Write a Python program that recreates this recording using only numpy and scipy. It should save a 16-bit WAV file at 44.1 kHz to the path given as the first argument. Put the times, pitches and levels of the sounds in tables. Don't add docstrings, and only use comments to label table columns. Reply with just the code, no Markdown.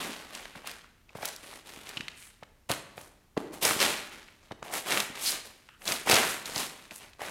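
import sys
import numpy as np
from scipy import signal
from scipy.fft import rfft, irfft
from scipy.io import wavfile
from scipy.ndimage import uniform_filter1d

SR = 44100
rng = np.random.default_rng(int(sys.argv[2]) if len(sys.argv) > 2 else 0)


def output_pcm(signal):
    pcm = np.clip(np.atleast_2d(signal).T, -1, 1) * 32767
    wavfile.write(sys.argv[1], SR, np.round(pcm).astype(np.int16))


N = 321930

HUSH_DB = -64
TOP_HZ = 15900

# frequency_hz, level_db
HUSH_COLOUR = [(15, -28), (25, 0), (53, -3), (91, -6), (126, -10.5), (248, -14), (425, -19.5), (557, -25),
               (14600, -35.5), (15800, -43)]
# frequency_hz, t60_s
ROOM_DECAY = [(150, 1.28), (500, 0.8), (1500, 0.87), (4000, 0.64), (8000, 0.35), (15000, 0.37)]
# frequency_hz, level_db
ECHO_COLOUR = [(60, -8), (250, -3), (700, -5), (1600, -2), (4000, -3.5), (9000, 3), (15000, -10)]
# frequency_hz, relative_level_db
STANDING_WAVES = [(173, -6), (203, 6), (240, 3), (395, -1), (597, 8), (839, -21)]
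# start_s, end_s, level_db, pitch_hz, resonance_q
NOISY_RESONANCES = [(0, .144, -48, 251, 2.6), (1.189, 1.309, -48, 645, 2), (1.402, 1.607, -59, 9500, 2.6),
                    (2.147, 2.319, -57.5, 8900, 2.6), (3.373, 3.553, -47.5, 320, 2.8),
                    (4.63, 4.816, -48, 745, 2.6), (5.249, 5.308, -30, 4440, 2.6),
                    (5.678, 5.787, -63, 1430, 4), (5.679, 5.766, -64, 2800, 6),
                    (7.191, 7.3, -49.5, 670, 2.6)]
# frequency_hz, relative_level_db, t60_s
LOW_RINGING = [(221, -4.5, 0.24), (306, 10, 0.1), (414, -13, .1), (496, -10, .08), (650, 3, 0.072),
               (980, -24, 0.048), (1640, -12, 0.044)]
# start_s, thud_peak_db,
# pitch_hz (lower for a softer contact), paper_pad_thump_relative_db
LANDINGS = [(.456, -33.5, 750, -22), (.554, -33.5, 1410, -20), (.564, -42, 152, -18), (.645, -35, 800, -20),
            (1.154, -28, 500, -10), (1.187, -33, 697, -18), (1.231, -24.5, 651, -25),
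            (1.773, -42.5, 258, -17), (1.971, -25.5, 1480, -14), (2.002, -37, 199, -12),
            (2.427, -33, 606, -18), (2.703, -16.5, 520, -11), (2.979, -29.5, 570, -17),
            (3.37, -20.5, 500, -18), (3.376, -16.5, 318, -38), (3.535, -37, 388, -19),
            (3.655, -19.5, 598, -16), (3.71, -14, 1303, -22), (3.764, -27, 278, -16),
            (4.512, -26, 730, -12), (4.522, -32, 377, -18), (4.627, -26, 690, -21), (5.101, -35, 232, -21),
            (5.911, -25, 1280, -14), (6.073, -21, 810, -20), (6.098, -17.5, 410, -16),
            (6.131, -13, 450, -12), (6.494, -32, 466, -20), (6.564, -23.5, 783, -11),
            (7.195, -35, 680, -21), (7.217, -26.5, 670, -24)]
# start_s, level_db (before trim), pitch_hz, resonance_q,
# trailing_crackle_relative_db (before trim)
CREASES = [(.138, -30, 2500, 1.1, -12), (.3503, -25, 3860, 1.7, -6), (.4552, -28, 1900, 1.4, -15),
           (.6725, -24.5, 3790, .3, -7.5), (.715, -23, 4120, 1, -22), (.844, -42, 1280, 2, -9),
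           (1.0927, -42, 2370, 4, -4), (1.228, -23.5, 2040, 1.3, -10), (1.2489, -18, 1800, 1, -14),
           (1.2545, -13, 6040, .7, -11), (1.278, -25, 5000, .8, -10), (1.2866, -23, 3400, .5, -8),
           (1.363, -20.5, 5510, 1.1, -30), (1.531, -32, 1180, 2, -18), (1.892, -22, 5170, 1, -17),
           (1.9713, -19, 2410, 1.7, -9.5), (1.9753, -20, 2960, 5, -13), (2.008, -19, 2200, 1.8, -13),
           (2.0823, -15, 2500, 2.2, -16), (2.4325, -33.5, 1650, 1.6, -7), (2.7156, -6, 5000, .55, -23),
           (2.979, -27, 1600, 1.3, -15), (3.3758, -19.5, 1890, .7, -16), (3.627, -19, 4000, .5, -4),
           (3.651, -7.5, 5200, 1.2, -7), (3.7084, -17, 2090, 1, -12), (3.8031, -5, 4550, 2.6, -27),
           (4.2846, -36, 2260, 3, -12), (4.5195, -33, 1630, 1.1, -4.5), (4.6282, -20, 1430, .6, -23),
           (4.739, -15, 6180, .4, -27), (4.9165, -15, 2440, 2.7, -10), (4.923, -11, 2500, 1, -14),
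           (4.9745, -8, 2250, 1.6, -23), (5.0022, -7.5, 3800, .9, -12), (5.1544, -25, 2660, 2, -13),
           (5.321, -11, 5160, 2, -23), (5.6886, -36, 1570, 2, -5), (5.8188, -34, 2000, 1.5, -8),
           (5.855, -27, 3500, .7, -7.5), (5.8778, -12, 4300, 2, -10), (5.9211, -7, 3000, .7, -13.5),
           (6.0792, -17, 1890, 2.3, -8), (6.097, -8, 2770, .8, -6), (6.113, -3, 3330, .8, -8),
           (6.1226, -3, 2580, .8, -21), (6.1418, -7, 3930, .7, -7.5), (6.1557, -7, 2600, .6, -10),
           (6.1657, -4.5, 1800, .8, -11), (6.4573, -25, 4250, 2.1, -6.5), (6.56, -19.5, 4940, 3.5, -5),
           (6.5795, -18, 4050, 1, -10), (6.9095, -27, 2600, 2, -10), (7.1327, -40, 2200, 1.5, -7),
           (7.2065, -27, 1800, 3.1, -8), (7.2182, -21, 2030, .6, -20.5), (7.283, -27, 1450, 2.9, -12)]
# start_s, attack_s, hold_s, release_s (per 20 dB),
# level_db, low_flapping_relative_db (before trim), sliding_hiss_relative_db (at its onset),
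# pitch_hz (of the flexing sheet)
FOOT_STROKES = [(0, .003, .02, .34, -41.5, -2, -4.5, 2450), (.28, .06, .02, .36, -48.5, -3.5, -6.5, 2350),
                (.545, .015, .01, .11, -54, 3, -8, 1900), (.635, .04, .005, .16, -45.5, -7, -7, 2300),
                (1.08, .012, .05, .1, -68, 0, -16, 2200), (1.146, .007, .04, .15, -55, -3, -3, 2050),
                (1.19, .06, .015, .15, -45, -5.5, -3, 2650), (1.39, .05, .14, .08, -54, -2, -5.5, 2650),
                (1.63, .05, .1, .35, -54, -2, -3.5, 2500), (1.835, .04, .03, .4, -51.5, -3, -7.5, 2550),
                (2.11, .09, .05, .15, -59, -12, 1.5, 3000), (2.689, .008, .022, .085, -39, 2, -2, 2450),
                (2.955, .025, .035, .13, -58, 3, 3, 2100), (3.36, .03, .01, .17, -54.5, 8, -7, 1500),
                (3.515, .023, .005, .085, -50, 4, 0, 2270), (3.608, .028, .045, .17, -31, -2.5, 1, 3050),
                (3.78, .035, .014, .18, -27, -5.5, -4.5, 2700), (4.1, .025, .005, .2, -52, -5, -7, 2500),
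                (4.42, .015, .02, .15, -65, -2, -9, 2200), (4.634, .007, .04, .2, -53, 1, -4, 2100),
                (4.7, .047, .032, .07, -40, -1.5, 1.5, 2680), (4.835, .08, .07, .11, -34, -2, -2.5, 2400),
                (5.135, .025, .05, .1, -48, -4, -4, 2700), (5.16, .1, .05, .075, -39, -10, 6, 3900),
                (5.31, .02, .003, .11, -40, -7, -4, 3300), (5.435, .015, .01, .11, -55, 2, 2, 2800),
                (5.78, .05, .02, .05, -61, 3, 6, 2700), (5.842, .04, .046, .13, -36.5, -4, -1, 2950),
                (6.048, .065, .06, .145, -27, -1.5, -4.5, 2150), (6.21, .04, .06, .14, -39, -8, 1, 2200),
                (6.445, .014, .06, .1, -47.5, -6, -1, 3050), (6.5, .1, .012, .12, -37.5, -4.5, 0, 3300),
                (6.7, .06, .09, .1, -60, -1, -4, 2600), (6.902, .012, .005, .06, -52, 3, -5, 2070),
                (6.912, .025, .02, .13, -58, -6, 13, 3340), (6.98, .045, .005, .11, -52, -1, -8, 2600),
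                (7.18, .04, .085, .1, -46, -2, -5, 2150)]
# frequency_hz, level_db
PAPER_COLOUR = [(29, -51), (50, -17), (184, -4.5), (304, -4), (397, -2.5), (437, -3), (597, -2), (642, -2),
                (742, -1.5), (1170, 0), (1570, 0), (4520, -2.5), (10000, 4.5), (12100, 1.5), (15800, -8.5)]


def undb(db):
    return 10 ** (np.asarray(db) / 20)


def unit(x):
    return x / np.sqrt(np.mean(x ** 2) + 1e-20)


def along(points, hz):
    f, value = np.transpose(points)
    return np.interp(np.log(hz + 1e-3), np.log(f), value)


def colour(x, points):
    return irfft(rfft(x) * undb(along(points, np.fft.rfftfreq(len(x), 1 / SR))), len(x))


def resonate(x, hz, q):
    w = 2 * np.pi * min(hz, .42 * SR) / SR
    a = np.sin(w) / (2 * q)
    return signal.lfilter([a, 0, -a], [1 + a, -2 * np.cos(w), 1 - a], x)


def split(x, edges_hz, order=3):
    f, spectrum = np.fft.rfftfreq(len(x), 1 / SR), rfft(x)
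    lowpasses = [1 / (1 + (f / hz) ** (2 * order)) for hz in edges_hz]
    below = [0 * f] + lowpasses + [0 * f + 1]
    return irfft(np.diff(below, axis=0) * spectrum, len(x))


def add(out, s, sound):
    i = max(int(s * SR), 0)
    out[i:i + len(sound)] += sound[:len(out) - i]


def clicks(size, rate, spread_db):
    chance, strength = rng.random(size), rng.standard_normal(size)
    sign = rng.choice([-1, 1], size)
    return (chance < rate / SR) * sign * undb(spread_db * np.minimum(strength, 2))


def hush():
    return undb(HUSH_DB) * unit(colour(rng.standard_normal(N), HUSH_COLOUR))


def room(x, wet_db, first_s=0.014, build_s=0.0043, modes_db=-21):
    t = np.arange(SR) / SR

    def fade(hz):
        return np.exp(-np.log(1000) * t / along(ROOM_DECAY, hz))

    centres = np.geomspace(125, 14000, num=8)
    bands = split(rng.standard_normal(len(t)), np.sqrt(centres[1:] * centres[:-1]))
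    diffuse = sum(band * fade(hz) for hz, band in zip(centres, bands))
    standing = 0
    for hz, db in STANDING_WAVES:
        standing = standing + undb(db) * np.sin(2 * np.pi * (hz * t + rng.random())) * fade(hz)
    onset = np.clip((t - first_s) / build_s, 0, 1)
    tail = (unit(diffuse) + undb(modes_db) * unit(standing)) * onset
    tail = colour(tail / np.linalg.norm(tail), ECHO_COLOUR)
    return x + undb(wet_db) * signal.fftconvolve(x, tail)[:N]


def scrapes_and_tails(clicks_per_cycle=1.1, spread_db=3):
    out = np.zeros(N)
    for start, end, db, hz, q in NOISY_RESONANCES:
        size = max(int((end - start) * SR), 2)
        excitation = clicks(size, clicks_per_cycle * hz, spread_db)
        resonance = resonate(resonate(excitation, hz, q), hz, q / 2)
        add(out, start, undb(db) * unit(resonance) * signal.windows.tukey(size))
    return out


def knocks(q=1.58, contact_cycles=0.44, ring_db=-33, crush_db=-19, crush_s=.0045,
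           pad_hz=112, pad_q=1.35):
    out, t = np.zeros(N), np.arange(SR // 4) / SR
    ring = sum(undb(db - 60 * t / t60) * np.sin(2 * np.pi * hz * t) for hz, db, t60 in LOW_RINGING)
    for s, db, hz, pad_db in LANDINGS:
        push = np.sin(np.pi * np.minimum(t * hz / contact_cycles, 1)) ** 2
        thud = resonate(push, hz, q)
        pad = resonate(resonate(push, pad_hz, pad_q), 2 * pad_hz, 1)
        ringing = signal.fftconvolve(push / push.sum(), ring)[:len(t)]
        blow = thud / np.abs(thud).max() + undb(ring_db) * ringing
        blow = blow + undb(pad_db) * pad / np.abs(pad).max()
        add(out, s, undb(db) * blow)
        fibres = unit(resonate(resonate(rng.standard_normal(len(t)), hz, 0.69), 1170, 0.6))
        swell = t / crush_s * np.exp(1 - t / crush_s)
        add(out, s - crush_s, undb(db + crush_db) * fibres * swell)
    return out


def snaps(creases, crack_s=0.00066, crack_db=-11, trail_s=0.0034, trail_trim_db=1,
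          pulse_db=-3, trim_db=-1.0, skirt=0.34):
    out, t = np.zeros(N), np.arange(2048) / SR
    for s, db, hz, q, crackle_db in creases:
        pulse = resonate(resonate(signal.unit_impulse(len(t)), hz, q), hz, q / 2)
        pulse *= rng.choice([-1, 1]) * undb(pulse_db) / np.abs(pulse).max()
        noise = rng.standard_normal(len(t))
        fibres = unit(resonate(resonate(noise, hz, q / 2), hz, skirt * q))
        crack = undb(crack_db) * np.exp(-t / crack_s)
        trail = undb(crackle_db + trail_trim_db) * np.exp(-t / trail_s)
        add(out, s, undb(db + trim_db) * (pulse + fibres * np.hypot(crack, trail)))
    return out


def stray_creases(stroke_db, stroke_hz, count=90, above_db=10.5, scatter_db=3,
                  scatter_octaves=.6, q=1.8, crackle_db=-11):
    moments, chance = rng.integers(0, N, count), rng.standard_normal((count, 2))
    creases = []
    for i, (strong, high) in zip(moments, chance):
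        db = stroke_db[i] + above_db + scatter_db * strong
        hz = stroke_hz[i] * 2 ** (scatter_octaves * high)
        creases.append((i / SR, db, hz, q, crackle_db))
    return creases


def strokes(attack_curve=1.3, settle_db=-25, settle_s=.62, hiss_fade_db_per_s=10):
    t = np.arange(0, N / SR, .001)
    columns = np.transpose(FOOT_STROKES)[:, :, None]
    start, attack, hold, release, db, flap_db, hiss_db, hz = columns
    rise = np.clip((t - start) / attack, 0, 1) ** attack_curve
    after = np.maximum(t - start - attack - hold, 0)
    fall_db = np.maximum(-20 * after / release, settle_db - 20 * after / settle_s)
    power = (rise * undb(db + fall_db)) ** 2 + 1e-14
    total = power.sum(axis=0)
    curves = [10 * np.log10(total)]
    for tone in (flap_db, hiss_db - hiss_fade_db_per_s * after, hz):
        curves.append((tone * power).sum(axis=0) / total)
    return [np.interp(np.arange(N) / SR, t, curve) for curve in curves]


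def crinkle(rate, spread_db, facet_q=1.57, facet_db=6, judder_db=1.5):
    buckles = clicks(N, rate, spread_db)
    facets = 0
    for hz in np.geomspace(200, 13000, num=8):
        share = undb(facet_db * np.clip(rng.standard_normal(N), -2, 1)) * rng.choice([-1, 1], N)
        facets = facets + resonate(buckles * share, hz, facet_q)
    judder = unit(uniform_filter1d(rng.standard_normal(N), size=260))
    slide = rng.standard_normal(N) * undb(judder_db * judder)
    return colour(unit(facets) + unit(slide), PAPER_COLOUR)


def flex(x, hz, focus_db=8, width_octaves=1.0, wander_db=2):
    centres = np.geomspace(1100, 5500, num=7)
    bands = split(x, np.sqrt(centres[1:] * centres[:-1]), order=5)
    out = power = 0
    for centre, band in zip(centres, bands):
        wander = unit(uniform_filter1d(rng.standard_normal(N), size=1500))
        focus = np.exp(-.5 * (np.log2(centre / hz) / width_octaves) ** 2)
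        gain = undb(focus_db * focus + wander_db * wander)
        out = out + gain * band
        power = power + gain ** 2 * np.var(band)
    return out / np.sqrt(power)


def rustle(db, low_db, high_db, hz, flap_trim_db=1.0, crinkle_db=-1, light_db=-54, hard_db=-36):
    push = np.clip((db - light_db) / (hard_db - light_db), 0, 1)
    light = unit(crinkle(rate=650, spread_db=4.5))
    hard = unit(crinkle(rate=2600, spread_db=5.0))
    paper = np.sqrt(1 - push) * light + np.sqrt(push) * hard
    low, mid, high = split(paper, [1000, 5500])
    flapping = undb(low_db + flap_trim_db) * unit(low)
    creasing = undb(crinkle_db) * flex(mid, hz)
    hiss = undb(high_db) * unit(high)
    return undb(db) * (flapping + creasing + hiss)


def scene():
    db, low_db, high_db, hz = strokes()
    paper = rustle(db, low_db, high_db, hz)
    paper = paper + snaps(list(CREASES) + stray_creases(db, hz))
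    return (room(paper + knocks() + scrapes_and_tails(), wet_db=-10.5) + hush())[None]


def record(dry, ceiling=0.51):
    rounded = ceiling * np.tanh(dry / ceiling)
    top_cut = signal.ellip(10, .2, 70, TOP_HZ, fs=SR, output="sos")
    return signal.sosfilt(top_cut, rounded)


dry = scene()
out = record(dry)
output_pcm(out)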